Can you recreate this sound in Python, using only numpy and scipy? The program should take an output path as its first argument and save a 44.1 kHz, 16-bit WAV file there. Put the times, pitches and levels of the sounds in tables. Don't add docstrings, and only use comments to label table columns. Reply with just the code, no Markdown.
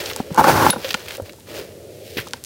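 import sys
import numpy as np
from scipy import signal
from scipy.fft import rfft, irfft, next_fast_len
from scipy.io import wavfile

SR = 44100
rng = np.random.default_rng(int(sys.argv[2]) if len(sys.argv) > 2 else 0)


def transcribe(u):
    v = np.clip(np.atleast_2d(u).T, -1, 1)
    q = np.round(v * 32767).astype(np.int16)
    wavfile.write(sys.argv[1], SR, q)


N = 108045
T = np.arange(N) / SR
CRACKS_PER_S, SLIP_SPREAD_DB = 7600, 2.5


def from_db(db):
    return 10 ** (np.asarray(db) / 20)


def rms_one(x):
    return x / np.sqrt(np.mean(x ** 2) + 1e-20)


def peak_one(x):
    return x / (np.abs(x).max() + 1e-20)


def level(rows):
    return from_db(np.interp(T, *np.transpose(rows)))


def add(out, s, sound):
    i = max(int(s * SR), 0)
    out[i:i + len(sound)] += sound[:max(N - i, 0)]


def colour(x, points):
    point_hz, point_db = np.transpose(points)
    size = 2 * next_fast_len(N)
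    bin_hz = np.fft.rfftfreq(size, 1 / SR)
    gain = from_db(np.interp(np.log(bin_hz + 1), np.log(point_hz), point_db))
    cepstrum = irfft(np.log(gain))[:size // 2]
    cepstrum[1:] *= 2
    response = np.exp(rfft(cepstrum, size))
    return rms_one(irfft(rfft(x, size) * response)[:N])


def ring(x, hz, t60):
    r, w = from_db(-60 / (t60 * SR)), 2 * np.pi * hz / SR
    return signal.lfilter([0, np.sin(w)], [1, -2 * r * np.cos(w), r * r], x + 1e-18)


def band(x, hz, width):
    share = min(width, SR / 3 / hz)
    return signal.lfilter(*signal.iirpeak(hz, 1 / share, fs=SR), x)


def grains(per_s, spread_db, size=N):
    sizes = from_db(spread_db * np.minimum(rng.exponential(1, size), 5))
    signs = rng.choice([-1, 1], size)
    return rms_one(sizes * signs * (rng.random(size) < per_s / SR))


def background():
    # time in seconds, level in dB.
    rush_level = [(0, -34.5), (.3, -39.5), (.8, -43), (1.0, -45.5), (1.17, -42.5), (1.3, -44), (1.45, -68),
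                  (1.49, -37), (1.6, -31.5), (1.68, -42), (2.2, -39.5), (2.3, -44), (2.35, -57),
                  (2.45, -64)]
    # frequency in Hz, relative level in dB.
    rush_colour = [(60, -22), (170, -8.5), (240, -16.5), (370, 2.5), (480, 1.5), (600, 1.5), (750, -16),
                   (1100, -39), (4000, -62)]
    # frequency in Hz, relative level in dB.
    air_colour = [(20, -57), (45, -26), (80, 3), (140, -6), (250, -9), (500, -11), (1000, -27.5),
                  (3000, -26.5), (8000, -27), (16000, -31)]
    air_db, hum_hz, hum_db = -44.5, 103.3, -54.5
    rush = level(rush_level) * colour(rng.standard_normal(N), rush_colour)
    air = from_db(air_db) * colour(rng.standard_normal(N), air_colour)
    hum = from_db(hum_db) * rms_one(np.sin(2 * np.pi * hum_hz * T))
    return rush + air + hum


def room(x):
    room_db, room_t60_s = -19, 0.21
    t = T[:SR // 2]
    tail = rng.standard_normal(len(t)) * from_db(-60 * t / room_t60_s)
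    return from_db(room_db) * signal.fftconvolve(x, tail / np.linalg.norm(tail))[:N]


def grit():
    # time in seconds, level of the fine grains in dB.
    grit_flow = [(0, -30), (.03, -31), (.115, -31.5), (.15, -39.5), (.19, -34.5), (.235, -46.5), (.29, -46),
                 (.36, -41), (.72, -35), (.77, -42), (.83, -34), (.89, -31.5), (.97, -38), (1.04, -40.5),
                 (1.085, -37.5), (1.15, -34), (1.195, -50), (1.24, -57), (1.26, -39.5), (1.33, -61.5),
                 (1.455, -65), (1.475, -41.5), (1.5, -40.5), (1.58, -32.5), (1.65, -45.5), (1.72, -52.5),
                 (1.86, -59.5), (2.0, -72), (2.16, -62), (2.22, -47), (2.25, -45), (2.32, -53),
                 (2.365, -44), (2.41, -59), (2.45, -55)]
    # frequency in Hz, relative level in dB.
    grit_colour = [(60, 4), (200, -9), (500, 4.5), (750, -1), (1200, -3), (2200, -0.5), (3300, -2.5),
                   (5000, -4), (8000, -15), (12000, -14), (15500, -10)]
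    crumbs_per_s, crumb_db = 290, -10
    fine = colour(grains(per_s=9000, spread_db=4), grit_colour)
    pitches = np.geomspace(1600, 9000, 6)
    crumbs = np.zeros(N)
    for hz in pitches:
        clicks = grains(crumbs_per_s / len(pitches), spread_db=0.5)
        crumbs += band(clicks, hz, width=0.41) / np.sqrt(hz)
    return level(grit_flow) * (fine + from_db(crumb_db) * rms_one(crumbs))


def rub():
    # time in seconds, level in dB.
    rub_level = [(1.84, -68), (1.92, -52), (2.01, -51.5), (2.07, -43), (2.12, -42.5), (2.165, -41),
                 (2.21, -34.5), (2.25, -60), (2.32, -68)]
    # frequency in Hz, relative level in dB.
    rub_colour = [(1000, -30), (1600, -4.5), (2200, 0.5), (3000, 0.5), (4600, -0.5), (7500, -9.5),
                  (11000, -8.5), (15500, -7.5)]
    return level(rub_level) * colour(grains(per_s=26000, spread_db=5.0), rub_colour)


def ping():
    # frequency in Hz, peak level in dB, 60 dB decay time in seconds.
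    ping_modes = [(3735, -25, .14), (4317, -37, .09), (10160, -13.5, .075), (10330, -2, .008),
                  (10600, -23, .06), (10640, -41, .4)]
    ping_s = .706
    out, click = np.zeros(N), signal.unit_impulse(SR // 2)
    add(out, ping_s, sum(from_db(db) * ring(click, hz, t60) for hz, db, t60 in ping_modes))
    return out


def crunches():
    # start in seconds, level in dB, 60 dB decay time in seconds,
    # brightness (band centre) in Hz.
    crunch_rows = [(.002, -23.5, 0.044, 2980), (.058, -23, 0.02, 4630), (0.098, -26, 0.044, 2500),
                   (.111, -24, .02, 2000), (.132, -24.5, 0.018, 4000), (0.323, -41, .025, 6000),
                   (0.6996, -16.5, 0.031, 4040), (.730, -30.5, 0.043, 3500), (.844, -23.5, 0.058, 2940),
                   (.889, -26, 0.027, 4030), (0.9056, -16, .035, 2950), (.944, -22.5, 0.016, 2310),
                   (1.082, -26.5, 0.012, 2400), (1.1065, -29, .018, 2720), (1.2935, -33, .03, 2430),
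                   (2.17, -22, 0.077, 2830), (2.179, -21.5, 0.12, 2070), (2.273, -37.5, .05, 3900)]
    attack_s, width = 0.0022, 0.84
    dust_db = -7
    out, t = np.zeros(N), T[:SR // 5]
    for s, db, t60, hz in crunch_rows:
        cracks = grains(CRACKS_PER_S, spread_db=1.5, size=len(t))
        lump = rms_one(band(band(cracks, hz, width), hz, 2 * width))
        dust = from_db(dust_db) * rms_one(np.diff(cracks, prepend=0))
        decay = from_db(-60 * np.maximum(t - attack_s, 0) / t60)
        envelope = np.minimum(t / attack_s, 1) * decay
        add(out, s, from_db(db) * envelope * (lump + dust))
    return out


def snaps():
    # start in seconds, peak level in dB, brightness (band centre) in Hz.
    snap_rows = [(0.053, -25, 6000), (0.1624, -6.5, 6840), (.346, -13, 6760), (.362, -18, 5000),
                 (0.4424, -8.5, 3860), (0.9055, -22, 3500), (.9092, -11.5, 3270), (0.931, -15, 3980),
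                 (0.943, -2.5, 2670), (.9467, -7.5, 2470), (1.0872, -19.5, 6200), (1.108, -16, 2520),
                 (1.170, -16.5, 9000), (1.222, -23, 11000), (1.3235, -28, 6000), (1.333, -28.5, 5000),
                 (1.363, -31, 9000), (1.3995, -28, 9030), (1.406, -34, 3000), (2.262, -32, 5000),
                 (2.2725, -22, 6040), (2.2855, -21, 5940), (2.3095, -26, 4500), (2.3345, -7, 3700),
                 (2.4396, -12, 7300), (2.448, -14, 6000)]
    width = 0.99
    splinter_db, splinter_t60_s = -28.52, 0.038
    out, t = np.zeros(N), T[:SR // 20]
    for s, db, hz in snap_rows:
        splinters = grains(CRACKS_PER_S, SLIP_SPREAD_DB, size=len(t))
        force = from_db(splinter_db - 60 * t / splinter_t60_s) * splinters
        force[0] = 1
        snap = band(band(force, hz, width), hz, 2 * width)
        add(out, s, from_db(db) * peak_one(snap))
    return out


def basin(force):
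    # frequency in Hz, relative level in dB, 60 dB decay time in seconds.
    basin_modes = [(158, -20, 0.04), (244.3, -16.5, 0.088), (349, -18, 0.045), (475, -13.5, 0.053),
                   (533, -13, 0.048), (810, -5.5, 0.026), (903, -2.5, 0.025), (952, -4.5, 0.028),
                   (1095, -7, 0.019), (1364, -9, 0.021), (1530, -7, 0.011)]
    out = np.zeros(len(force))
    for k, (hz, db, t60) in enumerate(basin_modes):
        out += (-1) ** k * from_db(db) * ring(force, hz, t60)
    return out


def knocks():
    # start in seconds, peak level of the thud in dB,
    # pitch in Hz, 60 dB decay time in seconds, basin ring relative to the thud in dB.
    knock_rows = [(.162, -26, 950, 0.023, 1), (0.2009, -16, 774, .018, -13),
                  (0.2017, -12, 236, 0.029, -12.5), (.306, -20, 430, 0.011, -12),
                  (0.3143, -16.5, 164, 0.044, -27), (.376, -9, 880, 0.032, -16.5),
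                  (.3805, -3, 900, 0.012, -12), (.393, 0.5, 887, 0.018, -10), (.405, -21, 85, .1, -25),
                  (.4112, -0.5, 846, 0.011, -8), (.4422, 0, 990, 0.0075, -2), (.4815, -8.5, 890, 0.019, 1),
                  (.496, -4, 746, 0.0069, -3), (0.533, -15, 94, 0.073, -20), (.649, -12, 393, 0.021, -21),
                  (0.6652, 2.5, 945, 0.0094, -6), (.695, -12, 184, 0.031, -20),
                  (0.7291, -18, 1483, 0.024, -6), (0.734, -21, 540, 0.034, 5), (0.76, -19.5, 486, 0.022, 1),
                  (.765, -20, 217, 0.038, -1.5), (.845, -20.5, 534, 0.12, -7),
                  (.9435, -14.5, 1433, 0.024, -1.5), (0.9459, -23.5, 214, 0.036, -5),
                  (1.182, -24, 546, .03, -12), (1.1985, -17, 533, 0.02, -10),
                  (1.219, -23, 90, 0.071, -17.5), (1.333, -36, 525, 0.0083, -4.5),
                  (1.386, -43, 910, 0.027, -8), (2.1694, -15.5, 305, 0.01, -28),
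                  (2.183, -16.5, 426, 0.01, -17), (2.19, -26, 125, .09, -19),
                  (2.269, -31.5, 1220, 0.013, 2.5), (2.335, -21.5, 1570, 0.0099, -0.5)]
    contact_s = 0.00075
    out, click = np.zeros(N), signal.unit_impulse(SR // 5)
    swell = 1 - np.exp(-T[:len(click)] / contact_s)
    shell = peak_one(basin(click) * swell)
    for s, db, hz, t60, shell_db in knock_rows:
        thud = peak_one(ring(click, hz, t60) * swell)
        add(out, s, from_db(db) * (thud + from_db(shell_db) * shell))
    return out


def dig():
    # time in seconds, level in dB.
    dig_level = [(.3, -80), (.335, -48), (.352, -27), (.373, -28), (.379, -13), (.398, -13), (.41, -17),
                 (.428, -24.5), (.445, -12), (.455, -17), (.485, -13), (.505, -16), (.53, -22),
                 (.565, -16.5), (.61, -15), (.655, -14), (.69, -19.5), (.704, -23), (.716, -61), (.79, -45),
                 (.83, -45), (.87, -90)]
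    # time in seconds, level in dB.
    heap_level = [(.35, -70), (.385, -31), (.42, -25), (.445, -24), (.48, -20), (.51, -24), (.545, -17),
                  (.58, -21.5), (.62, -22), (.655, -18.5), (.695, -22.5), (.715, -42), (.79, -36),
                  (.83, -72)]
    # frequency in Hz, relative level in dB.
    heap_colour = [(25, -24), (50, -9), (90, 1), (170, 1), (250, 0.5), (350, -5), (480, 1.5), (700, -11.5),
                   (1100, -29), (2000, -56.5)]
    # time in seconds, level in dB.
    scratch_level = [(.355, -94), (.378, -25.5), (.398, -22.5), (.425, -33.5), (.445, -23), (.46, -28),
                     (.485, -17.5), (.53, -24), (.6, -24), (.65, -22.5), (.69, -23.5), (.705, -23),
                     (.72, -59), (.8, -80)]
    # frequency in Hz, relative level in dB.
    scratch_colour = [(300, -23), (1200, 7), (2200, 5.5), (3200, 0.5), (5500, 1), (8000, -6), (11000, -4.5),
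                      (15500, -4)]
    slips = grains(per_s=2200, spread_db=SLIP_SPREAD_DB)
    shell = level(dig_level) * rms_one(basin(slips))
    heap = level(heap_level) * colour(slips, heap_colour)
    scratch = level(scratch_level) * colour(grains(per_s=14000, spread_db=2.5), scratch_colour)
    return shell + heap + scratch


def scene():
    hands = grit() + rub() + dig() + knocks() + snaps() + crunches() + ping()
    return (hands + room(hands) + background())[None]


def record(dry):
    low_cut_hz, overload, cutoff_hz = 76, 1.0, 15750
    thin = signal.sosfilt(signal.butter(2, low_cut_hz, "high", fs=SR, output="sos"), dry)
    clipped = np.clip(thin, -overload, overload)
    return signal.sosfilt(signal.ellip(10, .1, 80, cutoff_hz, fs=SR, output="sos"), clipped)


dry = scene()
out = record(dry)
transcribe(out)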